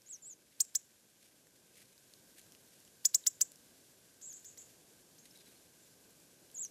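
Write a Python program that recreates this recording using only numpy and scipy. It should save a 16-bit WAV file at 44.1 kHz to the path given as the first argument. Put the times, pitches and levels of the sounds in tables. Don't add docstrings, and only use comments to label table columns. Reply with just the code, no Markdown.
import sys
import numpy as np
from scipy import signal
from scipy.fft import rfft, irfft
from scipy.io import wavfile
from scipy.ndimage import uniform_filter1d

SR = 44100
rng = np.random.default_rng(int(sys.argv[2]) if len(sys.argv) > 2 else 0)


def generate_wav(signal):
    frames = np.transpose(np.atleast_2d(signal))
    scaled = np.clip(frames, -1, 1) * 32767
    pcm = np.round(scaled).astype(np.int16)
    wavfile.write(sys.argv[1], SR, pcm)


N = 295470


def from_db(db):
    return 10 ** (np.asarray(db) / 20)


def rms_one(x):
    return x / np.sqrt(np.mean(x ** 2) + 1e-20)


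def in_time(rows, t):
    s, *columns = np.transpose(rows)
    return [np.interp(t, s, c) for c in columns]


def drift(rate, size):
    r = np.exp(-2 * np.pi * rate / SR)
    noise = rng.standard_normal(size + 9000)
    return rms_one(signal.lfilter([1], [1, -2 * r, r * r], noise)[9000:])


def coloured(x, spectrum):
    hz, db = np.transpose(spectrum)
    f = np.arange(N // 2 + 1) * SR / N + 1
    weight_db = np.interp(np.log(f), np.log(hz), db, left=-90, right=-90)
    return rms_one(irfft(rfft(x) * from_db(weight_db), N))


def add(track, s, sound):
    i = round(s * SR)
    track[i:i + len(sound)] += sound[:N - i]


def background(t):
    # (time [s], level [dB])
    rumble_level = [
        (0, -75),
        (.9, -75),
        (2.5, -70),
        (3.1, -73.5),
        (3.6, -70),
        (4.1, -71.5),
        (4.8, -69.5),
        (6.7, -69.5),
    ]
    # (frequency [Hz], level [dB per Hz])
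    rumble_spectrum = [(12, -51), (20, -21.5), (134, 0), (284, 0), (506, -2.5), (572, -3.5), (840, -11.5),
                       (1130, -16), (1300, -16.5), (1690, -42), (2860, -120)]
    # (frequency [Hz], level [dB per Hz])
    hiss_spectrum = [(590, -30), (1000, -8), (1340, -12), (1570, 1.5), (1770, -7.5), (2230, -8),
                     (2560, -6.5), (4520, -4), (7270, -1), (8650, -4), (13000, -5), (14400, -8),
                     (16000, -7)]
    hiss_base_db = -71
    gain_low_db, gain_back_s, gain_rise_s = -3.5, 1.86, 0.17

    rumble_db, = in_time(rumble_level, t)
    rumble_gain = from_db(rumble_db + 0.64 + 0.7 * drift(4.8, size=N))
    rumble = rumble_gain * coloured(rng.standard_normal(N), rumble_spectrum)
    hiss_db = hiss_base_db + gain_low_db / (1 + np.exp((t - gain_back_s) / gain_rise_s))
    hiss_gain = from_db(hiss_db + 5.0 + 0.54 * drift(11.0, size=N))
    return rumble + hiss_gain * coloured(rng.standard_normal(N), hiss_spectrum)


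def rustle(t):
    # (time [s], level [dB], half length [s])
    shuffles = [
        (1.261, -68, 0.039),
        (1.793, -69, 0.056),
        (2.391, -61.5, 0.012),
        (2.53, -77, 0.033),
        (2.764, -77, 0.054),
        (4.7, -76, 0.12),
        (5.259, -63, 0.009),
        (5.365, -70, 0.039),
        (5.533, -73.5, .11),
    ]
    # (frequency [Hz], level [dB per Hz])
    needle_spectrum = [(1200, -10), (2200, 0.5), (4000, -1), (7000, -3), (11000, -1), (15000, -12.5)]
    rest_db = -75

    sizes = from_db(2.9 * np.minimum(rng.exponential(1, N), 4)) * rng.choice([-1, 1], N)
    snaps_per_s = 2200 * from_db(6.0 * drift(40, size=N))
    snaps = sizes * (rng.random(N) < snaps_per_s / SR)
    stir = from_db(rest_db)
    for s, db, half_s in shuffles:
        stir = stir + from_db(db) * np.exp(-((t - s) / half_s) ** 2)
    return stir * coloured(snaps, needle_spectrum)


def ticks():
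    # (time [s], peak level [dB], ring frequency [Hz])
    impacts = [(0.0194, -43, 5740), (0.6502, -35, 10300), (0.7437, -43, 7150), (1.2421, -47, 4050),
               (1.47, -41.5, 1860), (1.783, -42, 2170), (1.9792, -40.5, 4900), (2.1374, -34, 4400),
               (2.3825, -40, 8510), (2.394, -36, 6750), (2.415, -38, 9810), (2.4668, -43, 1590),
               (2.5213, -34, 5600), (2.5498, -35.5, 2960), (2.74, -42.5, 8140), (2.8026, -39.5, 11000),
               (2.8499, -38.5, 7550), (2.8774, -39.5, 3040), (3.5187, -32, 11100), (3.558, -36.5, 5650),
               (5.2557, -36, 3980), (5.262, -44, 5410), (5.374, -37, 11500), (5.489, -42, 3910),
               (6.0114, -48, 1620), (6.1068, -44, 7590), (6.2013, -44, 9050), (6.501, -42.5, 3030),
               (6.5149, -38, 7730), (6.65, -26.5, 8100)]
    decay_ms = 1

    out, ms = np.zeros(N), np.arange(500) * 1000 / SR
    bark = signal.butter(2, [3300, 12500], "band", fs=SR, output="sos")
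    fade = np.exp(-ms / decay_ms)
    for s, db, hz in impacts:
        ring = np.sin(2 * np.pi * hz * ms / 1000)
        scratch = signal.sosfilt(bark, rng.standard_normal(len(ms)))
        add(out, s, from_db(db - 7.0) * fade * (0.46 * ring + 0.62 * scratch))
    return out


def scatter(feed, echoes, tail_db):
    field_t60_s = 0.33
    ms = np.arange(SR // 2) * 1000 / SR
    shape = from_db(tail_db - 60 * ms / 1000 / field_t60_s) * (ms > 3) / np.sqrt(SR / 50)
    for delay_ms, smear_ms, db in echoes:
        smear = np.exp(-((ms - delay_ms) / smear_ms) ** 2)
        shape = shape + from_db(db) * smear / np.sqrt(smear_ms * SR / 1000)
    return signal.fftconvolve(feed, shape * rng.standard_normal(len(ms)))[:N]


def syrinx(hz, gap_hz, low_db, high_db, octave_db, half_db, rough_db):
    # (half pitch [dB], one and a half [dB], triple [dB])
    partial_db = (-12, -9, -5)
    half, one_half, twelfth = from_db(partial_db)
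    size = len(hz)

    def phase(f):
        jitter = 1 + 0.0056 * drift(590, size=size)
        return np.cumsum(2 * np.pi * f * jitter / SR) + 2 * np.pi * rng.random()

    low, high = phase(hz), phase(hz + gap_hz)
    low_gain = from_db(low_db + rough_db * drift(180, size=size))
    high_gain = from_db(high_db + rough_db * drift(180, size=size))
    halves = from_db(half_db) * (half * np.sin(low / 2) + one_half * np.sin(3 * low / 2))
    overtones = low_gain * (np.sin(2 * low) + halves + np.sin(3 * low) * twelfth * (hz < 5300))
    overtones += 2.2 * high_gain * np.sin(low + high)
    patchy = from_db(octave_db + 2.5 * drift(300, size=size))
    return np.sqrt(2) * (low_gain * np.sin(low) + high_gain * np.sin(high) + patchy * overtones)


def far_notes():
    # (time [s], pitch [Hz], length [s], level [dB])
    whistles = [(3.24, 3840, 0.011, -61), (5.312, 5200, 0.017, -62), (5.359, 3880, 0.021, -61),
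                (5.357, 5800, 0.018, -68), (5.39, 3800, 0.044, -69), (5.412, 3600, 0.036, -66),
                (5.407, 4930, 0.019, -64), (5.471, 4000, 0.027, -66), (5.5, 3780, .02, -70),
                (5.567, 4340, 0.014, -69), (5.837, 7240, 0.051, -69)]
    out = np.zeros(N)
    for s, hz, length_s, db in whistles:
        count = round(length_s * SR)
        note = syrinx(np.full(count, hz), 333, db - 6.0, db - 10.5, -40, -11, rough_db=6.0)
        add(out, s - length_s / 2, np.hanning(count) * note)
    return out


def seeps():
    # (crest time [s], level [dB], crest pitch [Hz], swing depth [1 = usual], lead-in [ms])
    seep_calls = [
        (.110, -45, 7940, 1.24, 54),
        (.283, -47, 7950, 0.96, 65),
        (4.277, -48, 7800, .9, 65),
        (6.613, -38.5, 7760, 1.08, 73),
    ]
    # (time from crest [ms], depth below crest [Hz], lower voice [dB], upper voice [dB])
    seep_shape = [
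        (-70.5, -300, -7, -25),
        (-56, 700, -8, -18),
        (-33, 1213, -3, -4),
        (-24, 490, -1.5, -5),
        (-14, 442, 1.5, -4),
        (2.3, 10, 0.5, -3.5),
        (16, 893, 1.5, -3),
        (38, 1522, -1, -0.5),
        (62.5, 2146, -8, -9),
    ]
    full_lead_ms, shy_db_per_ms = 58, 1.8
    gap_start_hz, gap_hz_per_ms = 371, 2.83
    tail_ms, attack_ms, edge_ms = 61.3, 5.4, 9.2

    out = np.zeros(N)
    for s, db, crest_hz, depth, lead_ms in seep_calls:
        ms = np.arange(-lead_ms, tail_ms, 1000 / SR)
        below_hz, low_db, high_db = in_time(seep_shape, ms)
        hz = uniform_filter1d(crest_hz - depth * below_hz, size=220)
        shy_db = shy_db_per_ms * max(full_lead_ms - lead_ms, 0)
        level_db = db - shy_db * np.clip(-ms / 14.0, 0, 1)
        fades = np.minimum((ms + lead_ms) / attack_ms, (tail_ms - ms) / edge_ms)
        edges = np.clip(fades, 0, 1) ** 2
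        gap_hz = gap_start_hz + gap_hz_per_ms * np.minimum(ms, 16)
        note = syrinx(hz, gap_hz, level_db + low_db - 5.5, level_db + high_db - 9.0,
                      octave_db=-29, half_db=6.6, rough_db=2.5)
        add(out, s - lead_ms / 1000, edges * note)
    return out


def chip_shape(ms, glide_ms):
    glide_start, glide_mid_ms = .41, -0.675
    attack_db_per_ms, sag_db_per_ms, release_db_per_ms, hold_ms = 5.5, 0.65, 3.5, 9
    upper_db, upper_late_db_per_ms, upper_joins_ms = -3, 3, 2.2
    overtone_db, rasp_db_per_ms, rasp_top_db, fade_db_per_ms = -22, 6, 13, 1.2

    share = glide_start + (1 - glide_start) / (1 + np.exp((glide_mid_ms - ms) / glide_ms))
    early, late = np.maximum(-ms, 0), np.maximum(ms, 0)
    low_db = -attack_db_per_ms * early - sag_db_per_ms * late
    low_db = low_db - release_db_per_ms * np.maximum(ms - hold_ms, 0)
    high_db = low_db + upper_db - upper_late_db_per_ms * np.clip(upper_joins_ms - ms, 0, 4.0)
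    octave_db = overtone_db + np.minimum(rasp_db_per_ms * early, rasp_top_db) - fade_db_per_ms * late
    return share, low_db, high_db, octave_db


def chips():
    # (time [s], direct level [dB], top pitch [Hz], glide time [ms], throat-opening pitch [Hz])
    facing_chips = [
        (0.6062, -18.5, 7550, 1.87, 3670),
        (0.755, -21.5, 7250, 1.77, 5280),
        (3.0544, -16.5, 7180, 1.5, 4980),
        (3.1476, -16.5, 7330, 1.8, 4070),
        (3.2701, -17, 7200, 1.58, 5300),
        (3.4146, -17.5, 7280, 1.4, 5340),
    ]
    # (time [s], direct level [dB], top pitch [Hz], glide time [ms], far echoes [dB])
    away_chips = [
        (4.218, -53, 7040, 1.7, -25.5),
        (4.33, -50, 7040, 1.4, -25),
        (4.45, -48.5, 7100, 1.7, -25.5),
        (4.579, -48, 7120, 1.54, -26),
        (5.186, -56, 6640, 1.8, -37.5),
    ]
    # (low edge [Hz], high edge [Hz])
    hedge_band = (6300, 8300)
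    # (level jump as throat opens, overtones, half-pitch rasp, croak), all in dB
    facing, turned = (5.5, 8.4, -20, -14.5), (2, 9, 3, -5)
    facing_echo_db, turned_open_hz = -19, 5600
    lead_ms, end_ms = 7, 17.5
    voice_gap_hz, gap_widens = 696, 1
    breath_db, halo_db, murmur_db = -46, -27, -35
    croak_ms, croak_before_ms, croak_db_per_khz = 2.6, 4.1, 7

    direct, feed = np.zeros((2, N))
    air = signal.butter(2, [2000, 15000], "band", fs=SR, output="sos")
    low_band = signal.butter(1, [150, 2000], "band", fs=SR, output="sos")
    hedge = signal.butter(3, hedge_band, "band", fs=SR, output="sos")
    calls = [tuple(row) + (row[1] + facing_echo_db,) + facing for row in facing_chips]
    calls += [tuple(row[:4]) + (turned_open_hz, row[4]) + turned for row in away_chips]
    for s, direct_db, top_hz, glide_ms, open_hz, echo_db, jump_db, bright_db, rasp_db, croak_db in calls:
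        ms = np.arange(-lead_ms, end_ms, 1000 / SR)
        size = len(ms)
        share, low_db, high_db, octave_db = chip_shape(ms, glide_ms)
        hz = top_hz * share
        shut_db = jump_db * np.clip((open_hz - hz) / 250, 0, 1)
        half_db = rasp_db * np.clip(1 - ms / 4, .3, 1)
        call = syrinx(hz, voice_gap_hz * share ** gap_widens, low_db - shut_db, high_db - shut_db,
                      octave_db + bright_db + 0.78 * shut_db, half_db, rough_db=.4)
        call += from_db(breath_db + 1.0 * low_db) * signal.sosfilt(air, rng.standard_normal(size))

        cycles = np.cumsum(np.pi * hz * (1 + .08 * drift(400, size=size)) / SR)
        croak = sum(np.cos(k * cycles) * (.55 if k == 1 else 1) for k in range(1, 9)) / 2
        croak_db += croak_db_per_khz * (open_hz / 1000 - 5)
        call += from_db(croak_db) * np.exp(-((ms + croak_before_ms) / croak_ms) ** 2) * croak
        call += from_db(murmur_db) * signal.sosfilt(low_band, rng.standard_normal(size))
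        call *= signal.windows.tukey(size, .3)

        start = s + ms[0] / 1000
        add(direct, start, from_db(direct_db - 4) * call)
        add(feed, start, from_db(echo_db - 2.5) * call * np.clip(ms / 1.3, .25, 1))
        halo = signal.sosfilt(air, rng.standard_normal(1500)) * np.hanning(1500) ** 2
        add(direct, s - .018, from_db(direct_db + halo_db) * halo)
    far_feed = signal.sosfilt(hedge, feed + 1e-18)
    return direct, far_feed + from_db(-11) * direct + from_db(-26) * feed


def scene():
    # (delay [ms], smear [ms], level [dB])
    field_echoes = [
        (9.1, 7.1, -33),
        (19.76, 6.3, -39),
        (37, 5.7, -29.5),
        (47, 6.3, -55),
        (62, 5.4, -44.5),
        (78, 8.2, -45),
    ]
    # (delay [ms], smear [ms], level [dB])
    stump_echo = (8, 4.9, -14)
    t = np.arange(N) / SR
    direct, feed = chips()
    thin, feet = seeps(), ticks()
    echoes = scatter(feed + from_db(-4) * thin + from_db(-5) * feet, field_echoes, tail_db=-19.5)
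    dulled = signal.lfilter([.4, .4], [1, -.2], direct)
    echoes += scatter(dulled, [stump_echo], tail_db=-99)
    return (direct + thin + echoes + far_notes() + feet + rustle(t) + background(t))[None]


def treble_gate(mix):
    # (low edge [Hz], high edge [Hz], threshold [dB])
    gated_bands = [(13600, 14450, -80.6), (14450, 15150, -74), (15150, 15900, -64)]
    block = 1024
    spectrum, hz = rfft(mix), np.arange(N // 2 + 1) * SR / N

    def under(edge_hz):
        return np.clip((edge_hz - hz) / 160 + .5, 0, 1)

    out = irfft(spectrum * under(gated_bands[0][0]), N)
    block_index = (np.arange(N) + 25) // block
    for low_hz, high_hz, keep_db in gated_bands:
        band = irfft(spectrum * (under(high_hz) - under(low_hz)), N)
        loud = np.bincount(block_index, band ** 2) / block > from_db(2 * keep_db)
        gate = uniform_filter1d(loud[block_index] * 1., size=300)
        out += band * uniform_filter1d(gate, size=300)
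    return out


def low_pass(x):
    return signal.sosfilt(signal.butter(12, 16460, fs=SR, output="sos"), x)


def record(dry):
    mix = treble_gate(dry[0])[None]
    return low_pass(mix)


dry = scene()
out = record(dry)
generate_wav(out)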